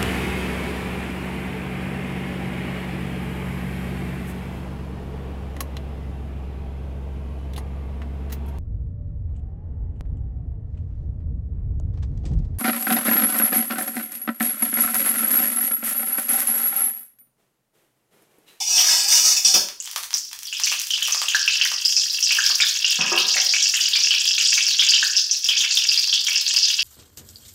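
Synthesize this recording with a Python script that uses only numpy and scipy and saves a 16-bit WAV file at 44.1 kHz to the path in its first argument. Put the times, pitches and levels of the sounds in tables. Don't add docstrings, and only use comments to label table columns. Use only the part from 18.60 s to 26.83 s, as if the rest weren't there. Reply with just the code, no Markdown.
import sys
import numpy as np
from scipy import signal
from scipy.fft import rfft, irfft
from scipy.io import wavfile
from scipy.ndimage import uniform_filter1d, minimum_filter1d

SR = 44100
rng = np.random.default_rng(int(sys.argv[2]) if len(sys.argv) > 2 else 0)


def dump(signal):
    limited = np.clip(np.atleast_2d(signal).T, -1, 1)
    pcm = np.round(limited * 32767).astype(np.int16)
    wavfile.write(sys.argv[1], SR, pcm)


N = 362943
T = np.arange(N) / SR


def undb(db):
    return 10 ** (np.asarray(db) / 20)


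def curve(rows, column=1):
    rows = np.asarray(rows)
    return np.interp(T, rows[:, 0], rows[:, column])


def unit_rms(x):
    return x / np.sqrt(np.mean(x ** 2))


def add(out, start_s, sound):
    i = max(int(start_s * SR), 0)
    part = sound[:max(len(out) - i, 0)]
    out[i:i + len(part)] += part


def through(x, response):
    return signal.oaconvolve(x, response)[:len(x)]


def colour(x, spectrum, size=4096):
    hz, db = np.transpose(spectrum)
    bins_hz = np.arange(size // 2 + 1) * SR / size
    gain = undb(np.interp(np.log(bins_hz + 1), np.log(hz), db))
    cepstrum = irfft(np.log(gain))
    cepstrum[1:size // 2] *= 2
    cepstrum[size // 2 + 1:] = 0
    response = irfft(np.exp(rfft(cepstrum)))
    return through(x, response / np.linalg.norm(response))


def fade(t60_s, size=SR):
    return np.exp(-np.log(1000) * T[:size] / t60_s)


def tail(t60_s, delay_s=0., size=SR):
    noise = rng.standard_normal(size) * fade(t60_s, size) * (T[:size] > delay_s)
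    return noise / np.linalg.norm(noise)


def ring(modes):
    out = np.zeros(SR)
    for hz, energy_db, t60_s in modes:
        mode = fade(t60_s) * np.sin(2 * np.pi * hz * T[:SR])
        out += undb(energy_db) / np.sqrt(t60_s) * mode * rng.choice([-1, 1])
    return out / np.linalg.norm(out)


def clicks(per_s, spread_db):
    size = undb(spread_db * np.clip(rng.standard_normal(N), -2, 2))
    return unit_rms((rng.random(N) < per_s / SR) * size * rng.choice([-1, 1], N))


# freq_hz, gain_db
AIR_SPECTRUM = [(25, 2), (60, 7), (150, 1), (400, 3), (1000, -20), (15000, -32)]


def kitchen_air(level_db=-70.5):
    return undb(level_db) * colour(rng.standard_normal(N), AIR_SPECTRUM)


def space(bowl_db, room_db):
    bowl = undb(bowl_db) * tail(t60_s=.036, delay_s=.0012)
    room = undb(room_db) * tail(t60_s=.27, delay_s=.0086)
    response = bowl + room
    response[0] += 1
    return response


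# start_s, level_db, low_hz, high_hz, ring_db
STOVE_KNOCKS = [(4.386, -2, 160, 2500, -23), (4.41, -4.5, 160, 2500, -19), (4.49, -10, 805, 2210, -5),
                (4.517, 3, 338, 1500, -0.5), (4.543, -4, 300, 1410, -6), (4.576, -12, 165, 1250, -6),
                (4.753, -1, 536, 860, -6)]
# pitch_hz, energy_db, t60_s
STOVE_MODES = [(168, -8, .4), (347, 1, .33), (409, -4, .55), (614, -7, .15), (686, -4, .3), (877, -5, .35),
               (925, -7, .3), (1110, -2, .3), (1550, -6, .3), (2090, -5, .4)]
# freq_hz, gain_db
CLATTER_SPECTRUM = [(60, -9), (130, 10), (180, 12.5), (330, 2), (650, 5.5), (1100, 6.5), (1700, 10.5),
                    (9000, -83)]


def stove_knocks(knock_db=4, clatter_db=-1):
    out, sheet = np.zeros(N), ring(STOVE_MODES)
    for start_s, level_db, low_hz, high_hz, ring_db in STOVE_KNOCKS:
        clatter = colour(tail(t60_s=.63), CLATTER_SPECTRUM)
        blow = undb(ring_db) * sheet + undb(clatter_db) * clatter
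        band = signal.butter(3, [low_hz, high_hz], "band", fs=SR, output="sos")
        add(out, start_s, undb(level_db + knock_db) * signal.sosfilt(band, blow))
    return out


# start_s, clang_db, thud_db
RIM_KNOCKS = [(0.766, -8, -43), (0.848, -4, -20.5), (0.9408, -1.5, -5.5)]
# pitch_hz, energy_db, t60_s
WOK_MODES = [(330, -14, .4), (646, -5, .4), (960, -12, .25), (1410, -14, .3), (1860, -10, .3),
             (2380, -7, .3), (2525, -5, .3), (2590, -4, .25), (3010, -4, .3), (3327, -2, .25),
             (3510, -3, .25), (4441, -1, .5), (4750, -1, .3), (4945, -3, .25), (5163, -4, .35),
             (5535, -4, .2), (5870, -5, .2), (6160, -6, .3), (6665, -7, .3), (7910, -3, .4), (9580, -8, .3)]
# freq_hz, gain_db
BLADE_SPECTRUM = [(1500, -36), (2600, -12), (4200, -13.5), (4700, -6.5), (5700, 1), (7000, -8.5),
                  (8000, -10), (9200, -17), (11000, -21.5), (15000, -20)]
# freq_hz, gain_db
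THUD_SPECTRUM = [(50, 2), (110, -3), (160, 10), (240, 5), (330, 8), (480, 7), (680, 12.5), (1100, 6),
                 (1700, 7.5), (9000, -49)]


def rim_knocks(clang_gain_db=10, thud_gain_db=2, ring_db=-3):
    clang, thud = np.zeros(N), np.zeros(N)
    for start_s, clang_db, thud_db in RIM_KNOCKS:
        add(clang, start_s, undb(clang_db + clang_gain_db) * tail(t60_s=.0065))
        add(thud, start_s, undb(thud_db + thud_gain_db) * tail(t60_s=.044))
    metal = undb(ring_db) * ring(WOK_MODES) + 2.43 * tail(t60_s=.39)
    metal[0] += .9
    return through(colour(clang, BLADE_SPECTRUM) + colour(thud, THUD_SPECTRUM), metal)


# start_s, hold_s, rasp_db, body_db
STROKES = [(0.071, 0.051, -20.5, -39.5), (0.15, .15, -19, -30), (0.467, 0.033, -14, -28),
           (0.854, 0.034, -22, -39)]


def pressure(column, attack_s=.023, release_s=.14):
    force = np.zeros(N)
    for stroke in STROKES:
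        start_s, hold_s = stroke[:2]
        rise = np.clip((T - start_s) / attack_s, 0, 1)
        release = np.exp(-np.maximum(T - start_s - attack_s - hold_s, 0) / release_s)
        force = np.maximum(force, undb(stroke[column]) * rise * release)
    return force


# freq_hz, gain_db
BODY_SPECTRUM = [(30, -59), (200, -26), (330, -9.5), (470, -19), (650, 0.5), (1100, -10.5), (1800, 0.5),
                 (2300, 1.5), (3200, 8.5), (3900, -13), (5000, -23.5)]
# time_s, pitch_hz, level_db
BLADE_NOTE = [(0, 843, -29), (.1, 875, -45), (.2, 913, -42), (.35, 798, -52), (.45, 802, -36),
              (.55, 930, -38), (.7, 950, -60)]


def scraping(rasp_db=-1, drag_db=-26.5, ring_db=-11, catch_db=4.5, catches_per_s=48, steps=12):
    lift_s = RIM_KNOCKS[-1][0]
    touching = T < lift_s
    slips = clicks(per_s=1800, spread_db=6) * touching
    slips *= undb(catch_db * np.interp(T * catches_per_s, np.arange(200), rng.standard_normal(200)))
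    first_drag = undb(drag_db) * (T < STROKES[1][0])
    rasp = slips * undb(rasp_db) * np.maximum(pressure(column=2), first_drag)
    body = slips * pressure(column=3)
    force = colour(rasp[:SR], BLADE_SPECTRUM) + colour(body[:SR], BODY_SPECTRUM)
    out = np.zeros(N)
    add(out, 0, .4 * force + undb(ring_db) * through(force, ring(WOK_MODES)))
    for place in range(steps + 1):
        share = np.sqrt(np.clip(1 - np.abs(T[:SR] / lift_s * steps - place), 0, 1))
        lines = rfft(tail(t60_s=.3))
        wall = irfft(lines * np.abs(lines))[:SR // 2]
        add(out, 0, .99 * signal.fftconvolve(force * share, wall / np.linalg.norm(wall)))
    slow = signal.butter(2, 25, fs=SR, output="sos")
    waver = unit_rms(signal.sosfilt(slow, rng.standard_normal(N)))
    note = np.sin(2 * np.pi * np.cumsum(curve(BLADE_NOTE, 1)) / SR)
    return out + waver * note * undb(curve(BLADE_NOTE, 2)) * touching


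# start_s, level_db
DRIPS = [(1.3615, -7), (2.118, -11), (2.483, -10.5), (2.547, -9.5), (2.617, -6), (2.748, -12), (3.117, -11),
         (3.773, -17), (3.902, -11)]
# freq_hz, gain_db
PLOP_SPECTRUM = [(100, -11), (250, -13.5), (420, 10.5), (800, 19.5), (1200, 25.5), (2000, -22), (5000, -56)]


def drips():
    out = np.zeros(N)
    for start_s, level_db in DRIPS:
        add(out, start_s, undb([level_db]))
    return colour(out, PLOP_SPECTRUM)


# start_s, level_db
SPITS = [(0.244, -10), (0.294, -11), (0.396, -15), (1.0868, -13.5), (1.2527, -25), (1.2754, -15),
         (1.3325, -20.5), (1.4349, -13), (1.507, -15), (1.5312, -10), (1.714, -22), (1.7305, -15.5),
         (1.825, -25), (1.9989, -8), (2.1239, -9.5), (2.3779, -16), (3.378, -21), (3.6893, -42),
         (5.3888, -13), (5.963, -19), (6.8927, -17), (7.0487, -34), (7.476, -17), (7.9414, -12.5),
         (8.117, -33)]
# time_s, level_db
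CRACKLE_LEVEL = [(1.05, -26), (1.18, -13), (1.3, 9), (1.42, 5), (1.64, 3), (1.87, -4), (2.05, 4),
                 (4.5, 3.5), (6.75, -1.5), (6.95, 2.5), (8.23, -2)]
# freq_hz, gain_db
SPIT_SPECTRUM = [(400, 2), (950, 21), (1500, 14.5), (5800, 17.5), (8000, 10), (15000, 3.5)]


def spitting(spit_db=7, drip_spit_db=9.5, crackle_db=-39, highpass_hz=1250):
    crackle = np.diff(clicks(per_s=200, spread_db=13), prepend=0)
    out = crackle * undb(crackle_db + curve(CRACKLE_LEVEL))
    for start_s, level_db in SPITS:
        add(out, start_s, undb([level_db + spit_db]))
    for start_s, level_db in DRIPS:
        add(out, start_s, undb([level_db + drip_spit_db]))
    highpass = signal.butter(2, highpass_hz, "high", fs=SR, output="sos")
    return signal.sosfilt(highpass, colour(out, SPIT_SPECTRUM))


def burst(hz, rise_cycles):
    t = T[:SR // 80]
    age = t * hz / rise_cycles
    flow = age ** 1.5 * np.exp(-1.5 * age) * np.sin(2 * np.pi * hz * t)
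    wave = np.diff(flow)
    return wave / np.abs(wave).max()


# time_s, level_db
BOIL_LEVEL = [(.9, -27), (1.15, -31), (1.88, -17.5), (2.05, 8), (2.25, -3), (2.8, 5.5), (4.0, 9.5),
              (6.4, 11), (6.8, -2.5), (6.95, 8), (8.23, 9.5)]


def small_bubbles(per_s=200, level_db=-27, low_share=.39, low_hz=3200, high_hz=5600, spread=.14):
    out, boil_db = np.zeros(N), level_db + curve(BOIL_LEVEL)
    uniform = rng.random((5000, 2))
    normal = np.clip(rng.standard_normal((5000, 2)), -2, 1.6)
    for when, kind, detune, size in np.hstack([uniform, normal])[:int(per_s * N / SR)]:
        hz = (low_hz if kind < low_share else high_hz) * np.exp(spread * detune)
        gain = undb(boil_db[int(when * N)] + 4 * size)
        add(out, when * N / SR, gain * burst(hz, rise_cycles=1.63))
    return through(out, space(bowl_db=5, room_db=-32))


def scattered(sound, echo_db=1, t60_s=.12):
    out = signal.fftconvolve(sound, tail(t60_s, delay_s=.0015, size=SR // 10))
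    out *= undb(echo_db) * np.linalg.norm(sound) / np.linalg.norm(out)
    out[:len(sound)] += sound
    return out


# start_s, pitch_hz, level_db
POPS = [(0.182, 3050, -6.5), (0.286, 1600, -26.5), (0.524, 2190, -13), (1.202, 6850, -13.5),
        (1.5405, 5580, -4.5), (1.854, 5500, -21), (1.927, 2740, -13.5), (2.036, 5750, -4.5),
        (2.07, 2280, -11.5), (2.3061, 3090, -8), (2.3363, 3050, -9), (2.424, 3130, -6.5),
        (2.5239, 6020, -4), (2.6839, 2900, -8), (2.7466, 1700, -11), (2.7946, 5500, -11.5),
        (2.878, 2660, -1), (3.0132, 2830, -2.5), (3.2507, 5000, -2), (3.3656, 5340, -1), (3.6274, 5550, -2),
        (3.7071, 2400, -7.5), (3.786, 1675, -14), (3.8632, 5260, -3), (4.0027, 2300, -3),
        (4.0205, 3550, -1), (4.2451, 2850, -3), (4.409, 2620, -6.5), (4.5761, 2780, -2),
        (4.6864, 4800, -7.5), (4.7673, 2110, -7.5), (4.801, 5530, -4), (4.8931, 5130, -8.5),
        (4.9374, 2390, -5), (5.0268, 5600, -2.5), (5.1394, 2000, -15), (5.2073, 3030, -9),
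        (5.3339, 3390, -4.5), (5.3555, 2400, -8.5), (5.4365, 5400, -2), (5.5077, 2990, -3),
        (5.689, 5330, -5.5), (5.7802, 2510, -8), (5.857, 4730, -9.5), (5.93, 4600, -10),
        (5.979, 2410, -6.5), (6.067, 5500, -5.5), (6.1941, 3280, 2.5), (6.288, 4900, -2), (6.337, 3020, -1),
        (6.4278, 1710, -13.5), (6.5667, 5280, 1), (6.712, 5700, -1.5), (6.8433, 5230, -8),
        (6.8885, 3160, -2.5), (6.973, 3230, -6.5), (7.0062, 3400, -7), (7.1125, 4360, -7),
        (7.1725, 3420, -2), (7.2896, 4700, -1.5), (7.376, 4700, -4), (7.5281, 3230, -3), (7.6678, 3150, -9),
        (7.7584, 5000, -6.5), (7.8656, 4320, -7.5), (7.9637, 4800, -1.5), (8.0311, 4580, 0),
        (8.192, 2910, -5)]


def boil_ups(large_hz=3090, small_hz=5385, twin_s=.004, train_db=-11.5, fall_db=5.5, count=2):
    bubbles, boil_db = [], .39 * curve(BOIL_LEVEL)
    pauses_s = np.diff([pop[0] for pop in POPS], append=np.inf)
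    for (start_s, hz, level_db), pause_s in zip(POPS, pauses_s):
        is_large = hz >= np.sqrt(large_hz * small_hz)
        is_large = not is_large
        twin_hz, twin_db, large_chance = (small_hz, -12.5, .55) if is_large else (large_hz, -21.5, .15)
        jitter, kind = rng.random((2, count))
        pitch, size = np.clip(rng.standard_normal((2, count + 1)), -2, 2)
        detune = np.exp(.15 * pitch)
        vigour_db = boil_db[int(start_s * SR)] + .5 * size
        bubbles.append((start_s, hz, level_db))
        bubbles.append((start_s + twin_s, twin_hz * detune[-1], twin_db + vigour_db[-1]))
        train_s = min(.68 * pause_s, .16)
        for k in range(count):
            age = (k + .5 + jitter[k]) / (count + 1)
            note_hz = (large_hz if kind[k] < large_chance else small_hz) * detune[k]
            bubbles.append((start_s + age * train_s, note_hz, train_db - fall_db * age + vigour_db[k]))
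    return bubbles


def big_bubbles(snap_db=-13, neighbour_db=-11, ordinary_hz=2816, count=4):
    out = np.zeros(N)
    for start_s, hz, level_db in boil_ups():
        pop = burst(hz, rise_cycles=2.18) + undb(snap_db) * burst(.9 * hz, rise_cycles=.86)
        add(out, start_s, undb(level_db) * scattered(pop))
        waits_s = rng.gamma(2, .017, count)
        notes_hz = max(hz, ordinary_hz) * np.exp(.18 * rng.normal(.047, 1, count))
        sizes_db = rng.uniform(-5, 4, count)
        neighbours = np.zeros(SR // 8)
        for wait_s, note_hz, size_db in zip(waits_s, notes_hz, sizes_db):
            add(neighbours, wait_s, undb(size_db) * burst(note_hz, rise_cycles=1.56))
        add(out, start_s, undb(level_db + neighbour_db) * scattered(neighbours))
    return out


# freq_hz, gain_db
BOWL_SPECTRUM = [(100, -11), (900, 6.5), (1650, 5.5), (2050, -8.5), (2500, -4), (3300, -2), (3950, -3.5),
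                 (5000, 1.5), (9000, -3.5)]


def scene():
    pops = undb(-1.5) * colour(big_bubbles() + small_bubbles(), BOWL_SPECTRUM)
    spits = spitting() + drips()
    pop_echoes = undb(-8.5) * through(pops, tail(t60_s=.6, delay_s=.02))
    oil = pops + pop_echoes + through(spits, space(bowl_db=-5.5, room_db=-.5))
    wok = undb(-14.5) * through(pops + spits, ring(WOK_MODES))
    spatula = through(scraping() + rim_knocks() + stove_knocks(), space(bowl_db=-.5, room_db=-37.5))
    return (oil + wok + spatula + kitchen_air())[None]


def record(dry, ceiling_db=-3, lowpass_hz=15700):
    gain = np.minimum(1, undb(ceiling_db) / (np.abs(dry) + 1e-9))
    gain = uniform_filter1d(minimum_filter1d(gain, size=129), size=129)
    lowpass = signal.ellip(10, .2, 70, lowpass_hz, fs=SR, output="sos")
    return signal.sosfilt(lowpass, dry * gain)


dry = scene()
out = record(dry)
dump(out)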